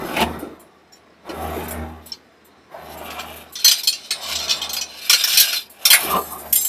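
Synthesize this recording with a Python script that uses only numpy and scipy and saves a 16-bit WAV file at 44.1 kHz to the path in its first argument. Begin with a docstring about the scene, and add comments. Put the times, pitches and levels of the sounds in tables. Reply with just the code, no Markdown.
"""You hear loose steel clanking and chattering over five surges of humming, rumbling and scraping.
It is a rebar straightening and bending machine, close by in an open yard. In each stroke the rollers
pull the bar: the drive hums, the cabinet rumbles and the ribbed steel scrapes through, snagging now
and then. The bar hits its steel guides so loudly that a limiter turns the peaks down."""
import sys
import numpy as np
from scipy import signal
from scipy.fft import rfft, irfft, next_fast_len
from scipy.io import wavfile
from scipy.ndimage import uniform_filter1d, minimum_filter1d, map_coordinates

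SR = 44100
rng = np.random.default_rng(int(sys.argv[2]) if len(sys.argv) > 2 else 0)


def persist_wave(psi):
    """Save psi, clipped to +-1, as 16-bit WAV."""
    counts = np.round(np.clip(psi, -1, 1) * 32767).astype(np.int16)
    wavfile.write(sys.argv[1], SR, np.atleast_2d(counts).T)


N = 294588

# Tone colours. Each row: frequency in Hz, relative level in dB.
YARD_TONE = [(15, -69), (25, -43), (69, -19), (109, -18), (158, -15.5), (191, -10), (404, -9.5), (501, -13),
             (903, -32), (1030, -21.5), (1860, -19.5), (15000, -53)]
RUMBLE_TONE = [(25, -19.5), (60, -21), (110, -17), (170, -2), (260, -6.5), (380, 0.5), (480, -5.5),
               (700, -10), (1500, -65)]
ROLLING_TONE = [(250, -45), (420, -16), (520, -2), (740, 5.5), (980, 1), (1150, -1), (1600, -12),
                (2000, -7), (3000, -20), (8000, -31.5)]
CHATTER_TONE = [(940, -26.5), (1600, -10.5), (2790, -4), (3010, -0.5), (4190, 3.5), (4560, 0.5),
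                (5320, 2.5), (6590, -11.5), (7500, -8), (9750, -15.5), (16500, -120)]
SCRAPE_TONE = [(1000, -123), (4000, -31), (6500, -6.5), (7600, -5), (8800, -3.5), (10500, 2), (13000, 6),
               (14500, 0.5), (16000, -37)]
BODY_TONE = [(60, -59), (250, -21), (600, -15), (1150, -8.5), (1700, 0), (2100, -3), (2600, -0.5),
             (4000, -27.5)]  # the low part of a blow
CLANG_TONE = [(1350, -42), (2300, -31), (3230, 8.5), (3730, -6.5), (4220, 9.5), (4840, 0), (5280, 4.5),
              (7200, -8), (9360, -24.5), (15800, -120)]  # its middle
EDGE_TONE = [(1000, -100), (5000, -54), (7000, -1.5), (7700, 0), (8800, -3), (9800, -0.5), (13000, 6),
             (14700, 2.5), (16000, -39)]  # its bright top
ECHO_TONE = [(100, -29.5), (1000, -32), (10000, -26.5)]
# Resonances, the pitches a part favours. Each row: pitch in Hz, width in Hz, relative level in dB.
HOUSING_MODES = [(410, 64, -2), (651, 86, -7.5), (1137, 12, -0.5), (1341, 24, 3), (1556, 180, -1.5),
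                 (3650, 70, 7.5)]
BINDING_MODES = [(755, 36, -12.5), (1060, 59, -8), (1207, 15, -2)]
DIE_MODES = [(1600, 260, 11.5), (2345, 78, 21.5), (2860, 590, 17), (3840, 110, 8)]
FRAME_MODES = [(3980, 75, -5), (4880, 24, 2.5), (5460, 17, -17.5), (6010, 43, 1), (6360, 62, -11),
               (5920, 28, -3), (7180, 58, -24), (8640, 60, 1), (9200, 65, -1), (9740, 20, -10),
               (10450, 23, 5), (11770, 58, -7), (11600, 110, 1), (12100, 66, -22), (13300, 69, -37)]
# Ringing notes of the bar and guides. Each row: pitch in Hz, relative level in dB.
STEEL_MODES = [(2519, -28.5), (2869, -77), (3284, -43.5), (3569, -24), (3693, -31.5), (3919, -27),
               (4113, -44.5), (4608, -35), (4791, -42), (5146, -46), (5688, -40), (6089, -41), (6266, -44),
               (7407, -46), (7639, -66), (8118, -38), (8737, -23), (9211, -26), (9738, -27), (10212, -22.5),
               (10933, -27), (11644, -37), (12053, -57), (12425, -43), (13334, -42.5), (14260, -36)]
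# The steel's short crash. Each row: frequency in Hz, seconds to fade by 60 dB (called t60).
STEEL_FADE = [(500, .12), (2000, .13), (5000, .115), (9000, .1), (15000, .09)]
# The drive speeds up a little, then slows. Each row: time in seconds, pitch in Hz.
DRIVE_PITCH = [(0.0, 77.5), (1.6, 79.2), (4.4, 77.24), (6.68, 75.5)]
# The tones in the hum. Each row: multiple of the drive's pitch, relative level in dB.
HUM_HARMONICS = [(1, -1), (2, -9), (3, -4.5), (4, -12), (5, -18.5), (8, -15), (10, -16), (12, -34.5)]
# The rollers pull. Each row: start and stop in seconds, then hum, rumble, rolling, rasp, chatter
# and scrape in dB.
FEED_STROKES = [(-0.2, 0.4, -46, -30, -31, -50, -45.5, -43),
                (1.27, 1.837, -34.5, -35.5, -31.5, -44, -53, -41.5),
                (2.723, 3.39, -45.5, -44, -37.5, -49, -61.5, -48),
                (4.159, 4.802, -49, -47, -36, -41.5, -28.5, -47),
                (6, 6.517, -48, -44, -40.5, -56, -48.5, -34)]
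# The bar catches, then lets go. Each row: time in seconds, then hum, rumble, rolling and rasp in dB.
BAR_SNAGS = [(0.225, -27, -24, -17.5, -19.5), (1.42, -31.5, -49, -37, -57), (1.79, -26.5, -36, -56, -61),
             (3.09, -50, -42, -56, -37), (3.2, -57, -47, -36, -31.5), (4.33, -40.5, -60, -50, -29.5),
             (4.502, -61, -55, -40, -73), (6.09, -37.5, -32.5, -27, -42), (6.173, -60, -24.5, -23.5, -41),
             (6.47, -42.5, -51, -37.5, -54)]
# The bar rattles. Each row: start and stop in seconds, then rolling, rasp, chatter and scrape in dB.
BAR_RATTLES = [(2.086, 2.115, -53, -57, -48.5, -56), (2.877, 2.93, -48, -52, -46, -50),
               (3.228, 3.422, -67, -42.5, -60, -46.5), (3.66, 3.794, -47, -35.5, -29, -38),
               (3.873, 4.117, -53, -56, -37.5, -57), (4.277, 4.375, -65, -50, -22.5, -37),
               (4.925, 5.105, -53, -43, -38.5, -53), (5.134, 5.572, -43, -28.5, -24, -30),
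               (5.356, 5.428, -68, -32, -13.5, -20.5), (5.903, 6.158, -30.5, -32, -38, -28.5),
               (6.567, 6.665, -46, -57, -39, -26.5)]
# The bar binds in the rollers. Each row: start and stop in seconds, level in dB.
BAR_GROANS = [(6.114, 6.19, -19.5), (6.318, 6.356, -29.5)]
# Dull thumps. Each row: time in seconds, level in dB, panel pitch in Hz.
CABINET_KNOCKS = [(0.209, -27, 228), (0.215, -30, 723), (0.425, -34, 321), (1.291, -35.5, 360),
                  (1.562, -32, 375), (2.74, -40.5, 640), (3.008, -40.5, 613), (6.03, -36, 343),
                  (6.168, -33.5, 434)]
# The bar grazes a guide. Each row: time in seconds, edge level in dB.
BAR_TICKS = [(0.388, -54.5), (0.594, -61.5), (1.6798, -47), (1.706, -44), (2.058, -53.5), (2.445, -66),
             (2.9717, -57), (3.36, -54), (3.5227, -52.5), (5.696, -55.5), (6.5258, -26), (6.555, -26.5),
             (6.608, -37), (6.647, -32.5)]
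# The bar rings freely. Each row: start in seconds, pitch in Hz, level in dB, t60 in seconds.
BAR_PINGS = [(0.923, 5560, -37.5, 0.13), (0.924, 7085, -40, 0.11), (2.119, 5390, -17, 0.043),
             (3.645, 6085, -8.5, 0.18), (3.649, 3170, -28, 0.15), (5.097, 7640, -24, 0.57),
             (5.854, 3590, -13.5, 0.13), (5.932, 4530, -9, 0.056), (5.93, 9738, -8, 0.15),
             (6.556, 7510, -21, 0.91), (6.558, 6220, -30, 1), (6.557, 3894, -35, 0.54),
             (6.558, 5109, -30.5, 0.89)]
# The bar hits steel. Each row: time in seconds, number of contacts, clang in dB, then body and edge
# in dB relative to the clang.
BAR_CLANKS = [(0.1644, 1, -58, 23.5, -14), (0.2016, 1, -47.5, 5.5, 1.5), (0.9178, 2, -71, -3, -4.5),
              (1.29, 1, -55, 4, -36), (2.1184, 1, -50, -15, -36), (3.1007, 1, -52.5, 4, -11),
              (3.1917, 1, -48, -7, -9), (3.5535, 2, -41.5, -15.5, -21), (3.645, 3, -22, -16, -9),
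              (3.8323, 1, -41, -15, -3.5), (3.8726, 1, -26, -21, -10), (3.925, 1, -38, -17.5, -24),
              (4.106, 1, -33, -8.5, -13.5), (4.3533, 1, -35.5, -29, -16), (4.3863, 1, -39, -34, -16),
              (4.4792, 1, -38.5, -9.5, -27), (4.4935, 1, -33, -17, -19), (4.507, 1, -30, -12, -22),
              (4.6148, 1, -37.5, -16, -17), (4.6918, 1, -40, -33.5, -13), (4.7302, 1, -40.5, -14, 0),
              (4.7642, 1, -36, -10.5, -12), (4.81, 1, -36.5, -13, -19), (5.014, 1, -52, -6, -5),
              (5.0957, 1, -24, -8, -8.5), (5.129, 1, -24.5, -9, -11), (5.237, 1, -30, -11, -8),
              (5.2742, 1, -38, -8.5, -1.5), (5.372, 1, -24.5, -13, -4), (5.3981, 1, -26.5, -17, 1),
              (5.5261, 1, -36.5, -4, -7.5), (5.8522, 1, -25.5, -11.5, -3.5), (5.902, 1, -22, -9.5, -2.5),
              (5.93, 1, -29.5, 7, 4)]

# Swell shapes. Each one: rise in dB per second, bulge at the middle in dB, fall in dB per second.
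FEED_SHAPE, DRAG_SHAPE = (560, 5.1, 76.7), (450, 14.5, 67)
HUM_SHAPE, SCRAPE_SHAPE = (300, 1.3, 86), (530, 18, 50)
SNAG_SHAPE, SURGE_SHAPE = (184, 0, 640), (146, 0, 105)
RATTLE_SHAPE, GROAN_SHAPE = (150, 2, 260), (410, 1.6, 350)
HUM_LAG_S, SURGE_LAG_S = 0.117, 0.035  # the hum builds late in a stroke and after a snag
IDLE_HUM_DB, IDLE_ROLLING_DB, IDLE_CHATTER_DB = -67, -57.5, -67.5  # between strokes
BOUNCE_S, BOUNCE_LOSS_DB = .0335, 2.5
TICK_BODY_DB, TICK_CLANG_DB = -24.5, -15  # relative to the edge
TREBLE_LIMIT_HZ = 15200


def amp(db):
    """Turn decibels into a gain to multiply by."""
    return 10 ** (np.asarray(db) / 20)


def unit(x):
    """Scale a sound to an average power of 1."""
    return x / np.sqrt(np.mean(x ** 2) + 1e-20)


def along(points, hz):
    """Read between a table's rows on a logarithmic frequency scale."""
    row_hz, values = np.transpose(points)
    return np.interp(np.log(hz + 1), np.log(row_hz + 1), values)


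def wobble(per_s):
    """A smooth curve through per_s random values a second."""
    return map_coordinates(rng.standard_normal(int(N * per_s / SR) + 4), [np.arange(N) * per_s / SR])


def filtered(x, response):
    """Multiply each frequency in a sound by response(hz)."""
    n = x.shape[-1]
    size = next_fast_len(n + 4096)
    return irfft(rfft(x, size) * response(np.fft.rfftfreq(size, 1 / SR)), size)[..., :n]


def coloured(x, tone):
    """Give a sound a tone colour."""
    return filtered(x, lambda hz: amp(along(tone, hz)))


def resonated(x, modes):
    """Keep mostly the sound near the given resonances."""
    return filtered(x, lambda hz: sum(
        (-1) ** k * amp(db) * 1j * hz * width / (pitch ** 2 - hz ** 2 + 1j * hz * width)
        for k, (pitch, width, db) in enumerate(modes)))


def boosted(x, modes, boost_db):
    """Keep the whole sound and add resonances on top."""
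    return filtered(x, lambda hz: 1 + sum(
        amp(db + boost_db) / (1 + 2j * (hz - pitch) / width) for pitch, width, db in modes))


def rippled(x, depth_db, spacing_hz):
    """Put random peaks and dips in a sound's tone colour."""
    size = 2 ** 15
    positions = np.arange(size // 2 + 1) * SR / size / spacing_hz
    ripple_db = depth_db * map_coordinates(rng.standard_normal(2 ** 10), [positions], mode="mirror")
    # using only the first half makes the ringing follow the sound, never lead it
    cepstrum = irfft(np.log(amp(ripple_db)))[:size // 2]
    return irfft(rfft(x, size) * np.exp(rfft(2 * cepstrum, size)), size)[:len(x)]


def wandering(x, depth_db, life_s, width_hz):
    """The contact point travels along the bar, so resonances come and go."""
    hz, t, bands = signal.stft(x, SR, nperseg=1024)
    positions = np.meshgrid(hz / width_hz, t / life_s, indexing="ij")
    drift = map_coordinates(rng.standard_normal((2 ** 9, 2 ** 8)), positions, order=2, mode="mirror")
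    return unit(signal.istft(bands * amp(depth_db * drift), nperseg=1024)[1][:N])


def tail(fade):
    """Half a second of noise in which each band fades at its own speed."""
    hz, t, bands = signal.stft(rng.standard_normal(SR // 2), SR, nperseg=256)
    x = signal.istft(bands * amp(-60 * t / along(fade, hz)[:, None]), SR, nperseg=256)[1][:SR // 2]
    return x / np.linalg.norm(x)


def burst(t, t60):
    """Noise that fades by 60 dB in t60 seconds."""
    return rng.standard_normal(len(t)) * amp(-60 * t / t60)


def grains(per_s, spread_db):
    """Tiny contacts of uneven size at random moments."""
    clicks = (rng.random(N) < per_s / SR) * rng.choice([-1, 1], N)
    return unit(clicks * amp(spread_db * rng.standard_normal(N)))


def add(track, start_s, sound):
    """Mix a sound into a track."""
    room_left = track[round(start_s * SR):]
    room_left[:len(sound)] += sound[:len(room_left)]


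def swells(starts, stops, levels_db, shape):
    """A loudness curve of swells that each rise, reach their level midway and fall."""
    rise, bulge_db, fall = shape
    t = np.arange(0, N, 32)[:, None] / SR
    off_middle = np.clip(2 * (t - starts) / (stops - starts + 1e-9) - 1, -1, 1)
    db = levels_db - bulge_db * off_middle ** 2
    db -= rise * np.maximum(starts - t, 0) + fall * np.maximum(t - stops, 0)
    return np.interp(np.arange(N) / SR, t[:, 0], np.linalg.norm(amp(db), axis=1))


def yard():
    """The soft wash of a busy yard, drifting a little in level."""
    return amp(-54 + 1.2 * wobble(per_s=2.5)) * unit(coloured(rng.standard_normal(N), YARD_TONE))


def efforts():
    """Loudness curves for the machine: strokes, snags and rattles add in power (hypot)."""
    start, stop, hum_db, rumble_db, rolling_db, rasp_db, chatter_db, scrape_db = np.transpose(
        FEED_STROKES)
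    drone = np.hypot(amp(IDLE_HUM_DB), swells(start + HUM_LAG_S, stop, hum_db, HUM_SHAPE))
    rumble, rolling = (swells(start, stop, db, FEED_SHAPE) for db in (rumble_db, rolling_db))
    rasp, chatter = (swells(start, stop, db, DRAG_SHAPE) for db in (rasp_db, chatter_db))
    scrape = swells(start, stop, scrape_db, SCRAPE_SHAPE)

    at, surge_db, *snag_db = np.transpose(BAR_SNAGS)
    drone = np.hypot(drone, swells(at + SURGE_LAG_S, at + SURGE_LAG_S, surge_db, SURGE_SHAPE))
    snags = [swells(at, at, db, SNAG_SHAPE) for db in snag_db]
    rumble, rolling, rasp = np.hypot([rumble, rolling, rasp], snags)

    start, stop, *rattle_db = np.transpose(BAR_RATTLES)
    rattles = [swells(start, stop, db, RATTLE_SHAPE) for db in rattle_db]
    rolling, rasp, chatter, scrape = np.hypot([rolling, rasp, chatter, scrape], rattles)

    flutter = amp(2 * wobble(per_s=35))  # the whipping bar presses unevenly on its guides
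    rolling = np.hypot(rolling, amp(IDLE_ROLLING_DB))
    chatter = np.hypot(flutter * chatter, amp(IDLE_CHATTER_DB))
    return drone, rumble, rolling, rasp, chatter, flutter * scrape


def hum(turns, gain):
    """The drive's low tone and its overtones, each a little unsteady."""
    out = np.zeros(N)
    for multiple, db in HUM_HARMONICS:
        waver_db = 1.8 * wobble(per_s=14)
        out += amp(db + waver_db) * np.sin(2 * np.pi * (multiple * turns + rng.random()))
    return gain * out


def rollers(turns, rumble_gain, rolling_gain):
    """The bar's ribs patter through the rollers, which shake in step with the drive."""
    shake = 1 + 0.093 * np.cos(2 * np.pi * turns)
    rumble = coloured(shake * grains(per_s=3000, spread_db=5), RUMBLE_TONE)
    rolling = coloured(shake * grains(per_s=4000, spread_db=1), ROLLING_TONE)
    rolling = boosted(rolling, HOUSING_MODES, boost_db=3.5)
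    rumble = wandering(rumble, depth_db=2.5, life_s=.08, width_hz=60)
    rolling = wandering(rolling, depth_db=4, life_s=.11, width_hz=80)
    return rumble_gain * rumble + rolling_gain * rolling


def knocks():
    """Slack in the feed thumps the cabinet panels."""
    out, t = np.zeros(N), np.arange(SR // 8) / SR
    for start, db, hz in CABINET_KNOCKS:
        thump = resonated(burst(t, t60=.36), [(hz, 60, 0), (1.56 * hz, 120, -9)])
        add(out, start, amp(db) * unit(thump))
    return out


def rubbing(gain, modes, slips):
    """The bar sticks and slips, setting a few resonances going."""
    return gain * wandering(resonated(slips, modes), depth_db=2.5, life_s=.08, width_hz=75)


def steelwork(ring_db, ring_t60):
    """How the steel answers one tap: a short crash coloured by the frame, and notes that ring on."""
    t = np.arange(SR // 2) / SR
    hz, db = np.transpose(STEEL_MODES)[:, :, None]
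    notes = amp(db) * np.sin(2 * np.pi * (hz * t + rng.random(hz.shape)))
    ring = notes.sum(axis=0) * amp(-60 * t / ring_t60)
    crash = rippled(tail(STEEL_FADE), depth_db=1.5, spacing_hz=110)
    crash = boosted(crash, FRAME_MODES, boost_db=3)
    return unit(crash) + amp(ring_db) * unit(ring)


def contacts():
    """Every tick, blow and bounce. Each row: time in seconds, then body, clang and edge in dB."""
    rows = [(start, db + TICK_BODY_DB, db + TICK_CLANG_DB, db) for start, db in BAR_TICKS]
    for start, count, first_db, body_db, edge_db in BAR_CLANKS:
        for bounce in range(round(count)):
            db = first_db - bounce * BOUNCE_LOSS_DB
            rows.append((start + bounce * BOUNCE_S, db + body_db, db, db + edge_db))
    return rows


def lift_off(dip_db, flight_s):
    """The bar lifts off its guides just before each blow, so the sliding sound dips."""
    t, lift = np.arange(N) / SR, np.zeros(N)
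    for start, *_ in contacts():
        lift = np.maximum(lift, 1 - np.abs(start - t - flight_s / 4) / flight_s)
    return amp(dip_db * lift)


def sliding(steel, chatter_gain, scrape_gain):
    """Swarms of small contacts: coarse chatter rings the steel, fine scraping stays near the contact."""
    chatter = signal.fftconvolve(grains(per_s=800, spread_db=3), steel)[:N]
    scrape = signal.fftconvolve(grains(per_s=740, spread_db=3.5), tail(STEEL_FADE))[:N]
    chatter = wandering(coloured(chatter, CHATTER_TONE), depth_db=5, life_s=.09, width_hz=100)
    scrape = wandering(coloured(scrape, SCRAPE_TONE), depth_db=5, life_s=.12, width_hz=170)
    return lift_off(dip_db=-7, flight_s=.018) * (chatter_gain * chatter + scrape_gain * scrape)


def pings():
    """A blow leaves the bar free to ring: two close notes, set by its free length, beat together."""
    out, t = np.zeros(N), np.arange(SR // 2) / SR
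    for start, hz, db, t60 in BAR_PINGS:
        partner_hz = hz * (1 + .01 * rng.standard_normal())
        pair = np.sin(2 * np.pi * hz * t) + .6 * np.sin(2 * np.pi * partner_hz * t)
        rise_s = .0007 * amp(-db / 2)  # faint notes start softly
        attack = 1 - np.exp(-t / rise_s)
        add(out, start, amp(db - 60 * t / t60) * attack * pair)
    return out


def clanks(steel, buzz_db):
    """Each blow grinds briefly on the steel; its force and place set the mix of body, clang and edge."""
    out, t = np.zeros(N), np.arange(SR // 2) / SR
    lead_samples = 256
    for start, *parts_db in contacts():
        ring = signal.fftconvolve(burst(t, t60=.018), steel)[:len(t)]
        buzz = burst(t, t60=.21)  # the parts buzz against each other after the blow
        rise_s = .00026 * amp(-max(parts_db) / 2)  # light touches build up more slowly
        attack = 1 - np.exp(-t / rise_s)
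        blow = attack * (unit(ring) + amp(buzz_db) * unit(buzz))
        blow = rippled(blow, depth_db=4.5, spacing_hz=110)  # each spot has its own resonances
        blow = np.pad(blow, (lead_samples, 0))
        for db, tone in zip(parts_db, (BODY_TONE, CLANG_TONE, EDGE_TONE)):
            add(out, start - lead_samples / SR, amp(db) * unit(coloured(blow, tone)))
    return out


def scene():
    """The machine straight ahead, with faint scattered echoes from either side."""
    pitch_hz = np.interp(np.arange(N) / SR, *np.transpose(DRIVE_PITCH))
    turns = np.cumsum(pitch_hz * (1 + 0.00796 * wobble(per_s=20))) / SR
    drone, rumble, rolling, rasp, chatter, scrape = efforts()
    groan = swells(*np.transpose(BAR_GROANS), GROAN_SHAPE)
    steel = steelwork(ring_db=-9, ring_t60=.22)
    drive = hum(turns, drone) + rollers(turns, rumble, rolling) + knocks()
    friction = rubbing(groan, BINDING_MODES, grains(per_s=2300, spread_db=0.5))
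    friction += rubbing(rasp, DIE_MODES, grains(per_s=1800, spread_db=3.5))
    blows = clanks(steel, buzz_db=-20.5) + pings()
    direct = drive + friction + blows + sliding(steel, chatter, scrape) + yard()
    echo = signal.fftconvolve(direct, tail([(200, 0.0093), (10000, 0.011)]))[:N]
    side = coloured(echo, ECHO_TONE)
    return np.array([direct + side, direct - side])


def record(dry):
    """A fast limiter turns the loudest peaks down to full scale, then the highest treble is cut."""
    needed_gain = 1 / np.maximum(np.abs(dry).max(axis=0), 1)
    gain = uniform_filter1d(minimum_filter1d(needed_gain, size=33), size=33)
    return filtered(dry * gain, lambda hz: 1 / (1 + (hz / TREBLE_LIMIT_HZ) ** 160))


dry = scene()
out = record(dry)
persist_wave(out)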